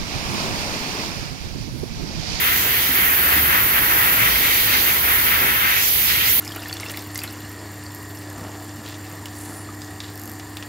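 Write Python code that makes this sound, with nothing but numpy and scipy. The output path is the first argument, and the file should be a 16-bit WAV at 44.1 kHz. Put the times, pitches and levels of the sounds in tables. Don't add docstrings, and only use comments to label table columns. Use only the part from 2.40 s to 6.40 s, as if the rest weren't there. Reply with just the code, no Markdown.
import sys
import numpy as np
from scipy import signal
from scipy.fft import rfft, irfft, next_fast_len
from scipy.io import wavfile
from scipy.ndimage import uniform_filter1d, map_coordinates

SR = 44100
rng = np.random.default_rng(int(sys.argv[2]) if len(sys.argv) > 2 else 0)


def inscribe(sig):
    pcm = np.round(np.clip(np.atleast_2d(sig).T, -1, 1) * 32767)
    wavfile.write(sys.argv[1], SR, pcm.astype(np.int16))


N = 176400

# (time [s], level [dB])
ROAR_LEVEL = [(0.0, -28.5), (0.07, -24.5), (0.23, -29.5), (0.33, -27.5), (0.52, -29), (0.58, -25),
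              (0.85, -26), (0.93, -23), (1.04, -28.5), (1.15, -20), (1.26, -29), (1.38, -21.5),
              (1.41, -25.5), (1.77, -25), (1.87, -22.5), (1.94, -29), (1.96, -24), (2.0, -28.5),
              (2.06, -24.5), (2.25, -30), (2.35, -22.5), (2.41, -29.5), (2.47, -25), (2.62, -31),
              (2.71, -24.5), (2.85, -28.5), (2.88, -23.5), (3.04, -25.5), (3.12, -24), (3.36, -24.5),
              (3.51, -37), (3.71, -28), (3.87, -28), (4.0, -37.5)]
# (time [s], pitch [Hz])
ROAR_PITCH = [(.5, 2000), (.85, 1860), (1.6, 1900), (2.15, 2140), (2.7, 1970), (3.2, 1945), (3.38, 2120),
              (3.55, 2150)]
# (frequency [Hz], level [dB])
ROAR_COLOUR = [(300, -46), (800, -15), (1150, -6.5), (1480, -3.5), (1950, -0.5), (2400, -4), (2650, -5.5),
               (3600, -10.5), (5000, -25.5), (9000, -45)]
# (frequency [Hz], left minus right [dB])
ROAR_BALANCE = [(600, -3.5), (1000, 1.5), (1400, 7), (1700, 3), (1950, 1), (2300, 0), (2800, -3), (4000, 0)]
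# (frequency [Hz], boost [dB])
WHISTLES = [(1935, 3), (2140, 2)]
def roar(rest_hz=2004, whistle_width_hz=70):
    hz, times, spectrum = signal.stft(jet_noise(ROAR_BALANCE, ripple_db=1.0), SR, nperseg=512)
    slide = (np.interp(times, *np.transpose(ROAR_PITCH)) / rest_hz) ** 1.44
    spectrum = spectrum * gain(at_frequency(ROAR_COLOUR, hz[:, None] / slide))
    air = signal.istft(spectrum, SR, nperseg=512)[1][:, :N]
    def whistles(f):
        return gain(sum(db / (1 + (2 * (f - peak) / whistle_width_hz) ** 2) for peak, db in WHISTLES))
    level_db = over_time(ROAR_LEVEL) + 4.5 + 0.8 * wobble(45) + 0.5 * wobble(160)
    return unit(filtered(air, whistles)) * gain(level_db)


# (time [s], level [dB])
HOLLOW_LEVEL = [(0, -43), (.45, -43), (.8, -34), (.92, -25.5), (1.03, -35), (1.15, -30), (1.45, -33),
                (1.6, -25.5), (1.85, -31), (2.22, -37), (2.32, -33), (2.62, -32), (2.69, -30),
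                (2.82, -31.5), (3.2, -33), (3.55, -40), (4, -38)]
# (frequency [Hz], level [dB])
HOLLOW_COLOUR = [(250, -29), (550, -8.5), (780, -3.5), (980, 0.5), (1250, 2.5), (1600, -4.5), (2500, -33)]
def hollow_roar():
    air = coloured(jet_noise(ROAR_BALANCE, ripple_db=1.0), HOLLOW_COLOUR)
    return air * gain(over_time(HOLLOW_LEVEL) - 0.5 + 0.6 * wobble(22.43))


# (time [s], level [dB])
RUSH_LEVEL = [(0, -32), (.3, -31.5), (.55, -33), (1.5, -34), (2.05, -30.5), (2.4, -29.5), (2.6, -33.5),
              (3.25, -35), (3.38, -30), (3.53, -32.5), (3.7, -29.5), (3.9, -32), (4, -33.5)]
# (frequency [Hz], level [dB])
RUSH_COLOUR = [(500, -30), (1500, -13.5), (2400, -6.5), (3100, 2.5), (3700, 0.5), (4200, -0.5), (5300, -4),
               (6200, -2.5), (7600, -8.5), (9300, -14), (12000, -22), (16000, -32)]
# (frequency [Hz], left minus right [dB])
JET_BALANCE = [(2000, 3), (3200, -3), (4300, -5.5), (6000, -3.5), (7000, -2.5), (8500, -2.5), (10000, -4.5),
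               (10700, 5), (11700, -2), (12400, -4.5), (13500, 0), (14400, -9.5), (15400, -4.5)]
def rush():
    air = patchy(jet_noise(JET_BALANCE, ripple_db=2.17), depth_db=0.84)
    return coloured(air, RUSH_COLOUR) * gain(over_time(RUSH_LEVEL) + 5.5 + 0.62 * wobble(18))


# (time [s], level [dB])
HISS_LEVEL = [(0.0, -24.5), (0.36, -22.5), (1.02, -20.5), (1.12, -23), (1.27, -21), (2.3, -21.5),
              (2.82, -22), (2.88, -22), (3.33, -24), (3.45, -20.5), (3.6, -20.5), (3.83, -23.5), (3.9, -20)]
# (frequency [Hz], level [dB])
HISS_COLOUR = [(5000, -41), (8500, -17.5), (9600, -14), (10400, -5), (11200, -1.5), (12000, 1), (12800, 2),
               (13600, 1), (14500, -1.2), (15300, 2.5), (16000, -5.5)]
def hiss():
    air = patchy(jet_noise(JET_BALANCE, ripple_db=0.8), depth_db=0.8)
    return coloured(air, HISS_COLOUR) * gain(over_time(HISS_LEVEL) + 4.5 + 0.5 * wobble(20))


# (time of peak [s], pitch [Hz], level [dB], spread in time [s])
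SPURTS = [(.24, 6500, -34, 0.053), (2.36, 4130, -25.5, .055), (2.92, 2850, -28.5, 0.035),
          (3.45, 6150, -28, 0.045), (3.7, 4400, -27, .025), (3.805, 2850, -24.5, .025),
          (3.86, 4400, -29, .02), (3.9, 6500, -29, 0.021)]
def spurts(octaves=0.69):
    air = sum(gain(db) * burst(jet_noise(JET_BALANCE, ripple_db=3.0), hz, octaves, swell(time, spread))
              for time, hz, db, spread in SPURTS)
    return air * gain(1.5 * wobble(250))


# (frequency [Hz], likeness [0-1])
JET_LIKENESS = [(500, 0), (1200, 0.9), (1700, 0.27), (2000, 0.91), (2650, 0.08), (3500, 0.35), (5000, 0.25),
                (7000, 0.21), (8700, 0), (10200, 0.28), (11600, 0.05), (12700, .42), (15000, 0)]
def jet_noise(balance, ripple_db, left_delay_s=0.000424):
    ears = np.array([[.5], [-.5]])
    ripples = rng.standard_normal((3, 400))
    ripple_hz = np.linspace(0, SR / 2, 400)
    def response(hz):
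        shared, left, right = [np.interp(hz, ripple_hz, ripple) for ripple in ripples]
        walls_db = ripple_db * (shared + np.array([left, right]))
        delay = np.exp(-2j * np.pi * hz * ears * left_delay_s)
        return gain(ears * at_frequency(balance, hz) + walls_db) * delay
    return filtered(stereo_noise(JET_LIKENESS), response)


def patchy(air, depth_db):
    spectrum = signal.stft(air, nperseg=512)[2]
    patches = rng.standard_normal(spectrum.shape[1:])
    for _ in range(2):
        patches = uniform_filter1d(patches, size=12, axis=0)
        patches = uniform_filter1d(patches, size=16, axis=1)
    return signal.istft(spectrum * gain(depth_db * unit(patches)), nperseg=512)[1][:, :N]


# (time [s], pitch [Hz], width [octaves], level [dB])
KNOCKS = [(.238, 668, 3.1, -28), (.485, 232, 0.97, -29), (.585, 242, 0.83, -29.5), (.952, 240, 1.2, -28),
          (3.009, 360, 3, -26.5)]
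def knocks(rise_s=0.004, fade_s=0.34):
    out = np.zeros((2, N))
    for start, hz, octaves, db in KNOCKS:
        age = np.maximum(np.arange(N) / SR - start, 0)
        shape = (1 - np.exp(-age / rise_s)) * gain(-60 * age / fade_s)
        out += gain(db) * burst(stereo_noise(SHOP_LIKENESS), hz, octaves, shape)
    return out


# (time of peak [s], pitch [Hz], level [dB], spread in time [s])
GROANS = [(.7, 707, -49, 0.69), (1.07, 157.3, -37.5, .075), (1.25, 110.1, -33.5, 0.033),
          (1.63, 113, -31.5, 0.027), (1.83, 112, -34, 0.04), (1.95, 55.2, -34, .055),
          (2.28, 107, -35.5, 0.075), (3.05, 984, -46, 0.29)]
def groans():
    return sum(gain(db) * tone(hz, drift=.5) * swell(time, spread) for time, hz, db, spread in GROANS)


# (time [s], level [dB])
FAN_LEVEL = [(0, -37.5), (1.4, -34.5), (2.9, -37), (3.4, -39.5), (4, -39)]
# (frequency [Hz], level [dB])
FAN_COLOUR = [(15, -28), (30, -8), (45, 0.5), (70, -3.5), (115, 0), (170, -4), (230, -3), (350, -2),
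              (450, -5), (600, -7), (1000, -6), (3000, -33)]
# (frequency [Hz], likeness [0-1])
SHOP_LIKENESS = [(60, 0.98), (150, 0.89), (300, 0.87), (600, 0.34), (2000, 0.22)]
def fans():
    return coloured(stereo_noise(SHOP_LIKENESS), FAN_COLOUR) * gain(over_time(FAN_LEVEL) + 3)


# (pitch [Hz], level [dB], waver [dB])
MOTORS = [(58, -46.5, 2), (106.5, -45, 2), (157, -50, 1.5), (211, -52, 1.5), (435.5, -51, 1)]
def motors():
    return sum(tone(hz, drift=0.39) * gain(db + waver * wobble(4.4)) for hz, db, waver in MOTORS)


# (time [s], level [dB])
DRONE_LEVEL = [(0.0, -39), (0.78, -40.5), (1.01, -28.5), (1.2, -43.5), (2.47, -48), (2.62, -36),
               (3.1, -39.5), (3.44, -50), (3.58, -39), (4.0, -41.5)]
def drone():
    return tone(hz=74.4, drift=0.23) * gain(over_time(DRONE_LEVEL) - 1.5)


def gain(db):
    return 10 ** (np.asarray(db) / 20)


def unit(sound):
    return sound / np.sqrt(np.mean(sound ** 2) + 1e-20)


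def at_frequency(table, hz):
    frequencies, values = np.transpose(table)
    return np.interp(np.log(hz + 1), np.log(frequencies + 1), values)


def over_time(table):
    return np.interp(np.arange(N) / SR, *np.transpose(table))


def wobble(rate):
    return map_coordinates(rng.standard_normal(int(N * rate / SR) + 4), [np.arange(N) * rate / SR])


def swell(peak_s, spread_s):
    return np.exp(-.5 * ((np.arange(N) / SR - peak_s) / spread_s) ** 2)


def tone(hz, drift):
    return np.sqrt(2) * np.sin(2 * np.pi * (hz * np.arange(N) / SR + rng.random()) + drift * wobble(3.9))


def filtered(sound, response):
    size = next_fast_len(N + SR // 2)
    return irfft(rfft(sound, size) * response(np.fft.rfftfreq(size, 1 / SR)), size)[..., :N]


def coloured(sound, colour):
    return unit(filtered(sound, lambda hz: gain(at_frequency(colour, hz))))


def stereo_noise(likeness):
    def shares(hz):
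        angle = np.arccos(np.clip(at_frequency(likeness, hz), -1, 1)) / 2
        return np.array([np.cos(angle), np.sin(angle)])
    shared, opposite = filtered(rng.standard_normal((2, N)), shares)
    return np.array([shared + opposite, shared - opposite])


def burst(noise, hz, octaves, shape):
    band = filtered(noise, lambda f: 1 / (1 + (2 * np.log2((f + 1) / hz) / octaves) ** 4))
    return unit(band * shape) * np.sqrt(np.mean(shape ** 2))


def scene():
    jet = roar() + hollow_roar() + rush() + hiss() + spurts()
    machines = fans() + motors() + drone()
    return jet + machines + knocks() + groans()


def record(dry, top_hz=15750):
    return filtered(dry, lambda hz: hz < top_hz)


dry = scene()
out = record(dry)
inscribe(out)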